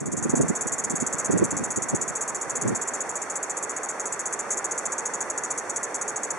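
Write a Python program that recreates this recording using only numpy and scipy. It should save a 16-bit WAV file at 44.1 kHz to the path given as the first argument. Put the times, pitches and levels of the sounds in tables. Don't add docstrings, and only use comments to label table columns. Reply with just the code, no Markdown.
import sys
import numpy as np
from scipy import signal
from scipy.fft import rfft, irfft
from scipy.io import wavfile

SR = 44100
rng = np.random.default_rng(int(sys.argv[2]) if len(sys.argv) > 2 else 0)


def pcm_store(signal):
    levels = np.round(np.clip(np.atleast_2d(signal), -1, 1) * 32767)
    wavfile.write(sys.argv[1], SR, levels.astype(np.int16).T)


N = 281619
TIME = np.arange(N) / SR
BINS = np.fft.rfftfreq(N, 1 / SR)


def amp(db):
    return 10 ** (np.asarray(db) / 20)


def unit(x):
    return x / np.sqrt(np.mean(x ** 2) + 1e-20)


def shape(points, hz):
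    f, db = np.transpose(points)
    return amp(np.interp(np.log(hz + 1), np.log(f), db))


def follow(curve):
    return amp(np.interp(TIME, *np.transpose(curve)))


def add(mix, start_s, sound):
    part = mix[..., max(round(start_s * SR), 0):][..., :sound.shape[-1]]
    part += sound[..., :part.shape[-1]]


def sides(left_db):
    return amp(np.array([[left_db], [-left_db]]) / 2)


def noise_pair(points, likeness):
    a, b = rfft(rng.standard_normal((2, N)))
    c = np.clip(likeness, -1, 1)
    ports = np.array([a, c * a + np.sqrt(1 - c ** 2) * b])
    return unit(irfft(ports * shape(points, BINS), N))


def drift(rate_hz):
    slow = np.exp(-(BINS / rate_hz) ** 2) * (BINS > 0)
    return unit(irfft(rfft(rng.standard_normal(N)) * slow, N))


# (relative, per Hz)
HUSH_SPECTRUM = [(30, -44), (70, -24.5), (130, -16), (250, -8.5), (430, 1), (620, -1), (900, 0),
                 (1500, -2.5), (2000, -6), (2500, -15), (3200, -24.5), (4600, -20.5), (7000, -60)]
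# freq_hz, left_minus_right_db
HUSH_BALANCE = [(100, -7.5), (300, -4), (620, -3), (1100, -2), (2000, 0), (3500, 0.5)]
# (relative, per Hz)
CHORUS_SPECTRUM = [(3500, -28), (4700, -32), (5400, -0.5), (6000, 5.5), (7000, 3.5), (8500, 2),
                   (10000, -4.5), (10900, -7.5), (11400, -19), (12000, -52)]


def outdoors(hush_db=-35.5, chorus_db=-46.5, spacing_m=0.021, likeness=0.87):
    diffuse = likeness * np.sinc(2 * BINS * spacing_m / 343)
    hush = noise_pair(HUSH_SPECTRUM, diffuse / (1 + (BINS / 3000) ** 3))
    left = np.sqrt(shape(HUSH_BALANCE, BINS))
    hush = irfft(rfft(hush) * np.array([left, 1 / left]), N)
    hush *= amp(hush_db + 0.34 * drift(1.0))
    chorus = amp(chorus_db + 1.2 * drift(36)) * noise_pair(CHORUS_SPECTRUM, diffuse)
    return hush + chorus


# (relative, per Hz)
WIND_SPECTRUM = [(25, -40), (50, -30), (85, -10), (140, -2), (230, 0.5), (330, -4), (480, -18.5),
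                 (700, -25.5), (1300, -47), (2600, -70)]
# time_s, level_db
BREEZE_CURVE = [(0, -28), (.65, -45.5), (1.9, -40), (2.15, -48), (3, -52.5), (3.8, -68), (4.5, -56.5),
                (6.39, -56.5)]
# peak_s, half_width_s, level_db
GUST_LIST = [(.1, .09, -29), (.259, 0.0062, -25), (0.343, 0.0061, -21.5), (.425, .035, -26),
             (.508, 0.0057, -18), (.662, 0.0063, -29), (.938, .01, -27.5), (1.036, 0.0095, -30.5),
             (1.143, 0.0094, -32.5), (1.302, .007, -21.5), (1.354, 0.017, -17.5), (1.426, .016, -20.5),
             (1.59, 0.075, -36.5), (1.784, 0.0066, -26), (1.951, .015, -31), (2.68, 0.039, -24),
             (6.36, .01, -37)]


def wind(likeness=-0.54, lumps_db=4.0, lumps_hz=36, bright_at_db=-21, stretch=1.55):
    power = follow(BREEZE_CURVE) ** 2
    for peak_s, half_width_s, level_db in GUST_LIST:
        power += amp(level_db) ** 2 * np.exp(-((TIME - peak_s) / half_width_s) ** 2)
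    power *= amp(lumps_db * drift(lumps_hz)) ** 2
    fast = power / (power + amp(bright_at_db) ** 2)
    soft = noise_pair(WIND_SPECTRUM, likeness)
    hard = noise_pair([(hz * stretch, db) for hz, db in WIND_SPECTRUM], likeness)
    blend = np.sqrt(1 - fast) * soft + np.sqrt(fast) * hard
    return np.sqrt(power) * blend * sides(-2.5)


def garden(x, t60_s=0.11, onset_s=0.0045):
    t = TIME[:SR // 2]
    tail = rng.standard_normal((2, len(t))) * amp(-60 * t / t60_s) * (1 - np.exp(-t / onset_s))
    tail /= np.linalg.norm(tail, axis=1, keepdims=True)
    return signal.fftconvolve(x[None], tail, axes=1)[:, :N]


# freq_hz, level_db
CLICK_SPECTRUM = [(2200, -34.5), (4600, -27.5), (5500, -20), (5950, -10.5), (6550, 0), (7180, 1.5),
                  (7560, -5), (8000, -3), (8500, -19), (9100, -10), (9550, -17), (10000, -8),
                  (10800, -18.5), (11500, -34), (12000, -53)]
RING_HZ = 7010


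def click(stretch, upper_lag_s=0.00046, upper_hz=8600, size=1024):
    hz = abs(np.fft.fftfreq(size, 1 / SR))
    ring = np.exp(np.conj(signal.hilbert(np.log(shape(CLICK_SPECTRUM, hz / stretch)))))[:size // 2 + 1]
    lag = upper_lag_s * (1 + np.tanh((hz[:len(ring)] - upper_hz) / 400)) / 2
    snap = irfft(ring * np.exp(-2j * np.pi * np.cumsum(lag) * SR / size))
    return np.roll(snap, size // 16)[:size // 4] * signal.windows.tukey(size // 4, .3)


def click_times(length_s, first_gap_s=.002, slowing_s=.0046, curve=3.3, jitter=0.037, last_gap_s=0.0037):
    times = [0.]
    for luck in rng.standard_normal(40):
        phase = times[-1] / length_s
        gap = first_gap_s + slowing_s * phase ** curve
        after = times[-1] + gap * np.exp(jitter * (.5 + 2 * phase) * luck)
        if after > length_s - last_gap_s:
            break
        times.append(after)
    return np.array(times + [length_s])


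def rebound(x, delay_s=.00165, share=0.51, centre_hz=7100, width_hz=950):
    hz = np.fft.rfftfreq(x.shape[-1], 1 / SR)
    band = share * np.exp(-((hz - centre_hz) / width_hz) ** 4)
    again = band * np.exp(-2j * np.pi * hz * delay_s)
    return irfft(rfft(x) * (1 + again), x.shape[-1])


def chirp(length_s, level_db, swell_db, ring_hz, uneven_db=0.5, sag_db=-1.5, detune=0.0051,
          rib_db=-9.5, rib_spread_s=.0019, rib_wander=0.46, last_db=-2.0, count=3):
    times = click_times(length_s)
    phase = times / length_s
    strength, pitch = rng.standard_normal((2, 42))[:, :len(times)]
    rib_times = rib_spread_s * rng.random((42, count))
    rib_sizes = amp(rib_db) * (1 + rib_wander * rng.standard_normal((42, count, 2, 1)))
    force_db = uneven_db * strength + sag_db * phase
    force_db += (swell_db + 2.5) * np.exp(-((phase - .45) / 0.55) ** 2)
    force_db[-1] += last_db
    out = np.zeros((2, round(length_s * SR) + 512))
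    for start_s, db, p, offsets, sizes in zip(times, force_db, pitch, rib_times, rib_sizes):
        snap = amp(db) * click(ring_hz / RING_HZ + detune * p)
        add(out, start_s + rib_spread_s / 3, snap)
        for offset, rib in zip(offsets, sizes):
            add(out, start_s + offset, rib * snap)
    out = rebound(out)
    rms = np.sqrt(np.sum(out.mean(0) ** 2) / (length_s * SR))
    return amp(level_db) * out / rms


SWELL_DB, SWELL_PER_DB, SWELL_DB_PER_S, SWELL_SCATTER_DB = 1.6, 2.1, -.55, 0.3
USUAL_DB = -28.5


def swell(start_s, level_db):
    steady = SWELL_DB + SWELL_PER_DB * (level_db - USUAL_DB) + SWELL_DB_PER_S * start_s
    return steady + SWELL_SCATTER_DB * rng.standard_normal()


# start_s, length_s, level_db
CHIRP_LIST = [(0.003, 0.013, -29), (0.058, 0.027, -28.5), (0.117, 0.025, -26.5), (0.167, 0.032, -28),
              (0.226, 0.029, -28.5), (0.294, 0.026, -28.5), (0.353, 0.038, -29), (0.411, 0.022, -27.5),
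              (0.482, 0.023, -28.5), (0.552, 0.025, -29.5), (0.609, 0.025, -28.0), (0.67, 0.025, -29),
              (0.72, 0.031, -28.0), (0.782, 0.025, -28.5), (0.839, 0.018, -26), (0.898, 0.024, -28.5),
              (0.955, 0.025, -28.5), (1.001, 0.03, -29), (1.065, 0.019, -26.5), (1.127, 0.025, -28.5),
              (1.183, 0.031, -28.5), (1.246, 0.026, -28), (1.309, 0.03, -29.5), (1.376, 0.022, -29.5),
              (1.44, 0.022, -28.5), (1.507, 0.019, -28), (1.567, 0.027, -29.5), (1.638, 0.025, -29),
              (1.705, 0.023, -29.0), (1.76, 0.024, -27.5), (1.821, 0.025, -28.5), (1.885, 0.029, -29),
              (1.948, 0.024, -28.5), (2.013, 0.026, -27), (2.079, 0.026, -30), (2.153, 0.026, -29),
              (2.209, 0.028, -28.5), (2.278, 0.026, -30), (2.347, 0.024, -30.0), (2.412, 0.023, -30),
              (2.496, 0.022, -29), (2.554, 0.027, -28.5), (2.613, 0.022, -28.5), (2.676, 0.026, -31.0),
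              (2.749, 0.027, -28.5), (2.814, 0.023, -29.0), (2.875, 0.022, -28.5), (2.936, 0.026, -30.5),
              (3.005, 0.02, -28), (3.092, 0.022, -31.5), (3.155, 0.023, -30), (3.218, 0.02, -31.0),
              (3.299, 0.022, -31), (3.356, 0.024, -29.5), (3.428, 0.018, -28.5), (3.497, 0.021, -29),
              (3.569, 0.02, -30.0), (3.627, 0.021, -29.5), (3.695, 0.023, -31.5), (3.764, 0.021, -31.0),
              (3.832, 0.027, -32.5), (3.888, 0.026, -30.5), (3.997, 0.02, -30), (4.056, 0.025, -31),
              (4.123, 0.023, -29.5), (4.193, 0.022, -30), (4.256, 0.025, -29), (4.326, 0.021, -28.5),
              (4.391, 0.02, -29), (4.505, 0.039, -27), (4.572, 0.024, -29), (4.643, 0.022, -27.5),
              (4.711, 0.02, -28.0), (4.778, 0.019, -28), (4.855, 0.016, -26.5), (4.92, 0.02, -28.5),
              (4.981, 0.025, -29.5), (5.055, 0.023, -28.0), (5.136, 0.023, -29.5), (5.206, 0.021, -28),
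              (5.3, 0.017, -28.0), (5.377, 0.016, -27.5), (5.436, 0.024, -29.5), (5.505, 0.021, -27.5),
              (5.577, 0.021, -29), (5.695, 0.016, -28.5), (5.76, 0.02, -27.0), (5.831, 0.023, -29.0),
              (5.944, 0.024, -29.0), (6.013, 0.017, -28), (6.079, 0.026, -30.0), (6.16, 0.02, -29),
              (6.233, 0.024, -29), (6.304, 0.015, -27)]
# time_s, centre_hz
RING_CURVE = [(0, 6980), (2.7, 6990), (3.4, 7070), (4.2, 6940), (4.7, 6950), (5.2, 6880), (6.39, 6850)]
RING_SCATTER_HZ = 35


def cicada(gain_db=0.23, wet_db=-17, lead_s=4.5e-6, top_left_db=-3, top_turn_rad=0.91, build_up_s=.0018):
    song = np.zeros((2, N))
    for start_s, length_s, level_db in CHIRP_LIST:
        ring_hz = np.interp(start_s, *np.transpose(RING_CURVE)) + RING_SCATTER_HZ * rng.standard_normal()
        sound = chirp(length_s, level_db, swell(start_s, level_db), ring_hz)
        add(song, start_s - build_up_s, sound)
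    top = np.clip((BINS - 8300) / 1500, 0, 1)
    turn = np.pi * BINS * lead_s - top_turn_rad * top / 2
    port = amp(top_left_db * top / 2) * np.exp(1j * turn)
    direct = irfft(rfft(song) * np.array([port, 1 / port]), N)
    return amp(gain_db) * direct + amp(wet_db) * garden(song.mean(0))


def scene():
    return cicada() + outdoors() + wind()


# time_s, level_db
FADE_CURVE = [(0, -6.5), (.12, -6), (.25, 0), (.45, 1)]
# centre_hz, width_hz, depth (0-1)
RESPONSE_DIPS = [(2987, 166, 0.95), (4020, 465, 0.93), (5020, 450, 0.8)]
EDGE_HZ = 12300


def record(dry):
    colour = np.ones(len(BINS))
    for centre_hz, width_hz, depth in RESPONSE_DIPS:
        colour *= 1 - depth / (1 + (2 * (BINS - centre_hz) / width_hz) ** 2)
    heard = irfft(rfft(dry * follow(FADE_CURVE)) * colour, N)
    low_pass = signal.firwin(255, EDGE_HZ, window=("kaiser", 8), fs=SR)
    return signal.oaconvolve(heard, low_pass[None], "same")


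dry = scene()
out = record(dry)
pcm_store(out)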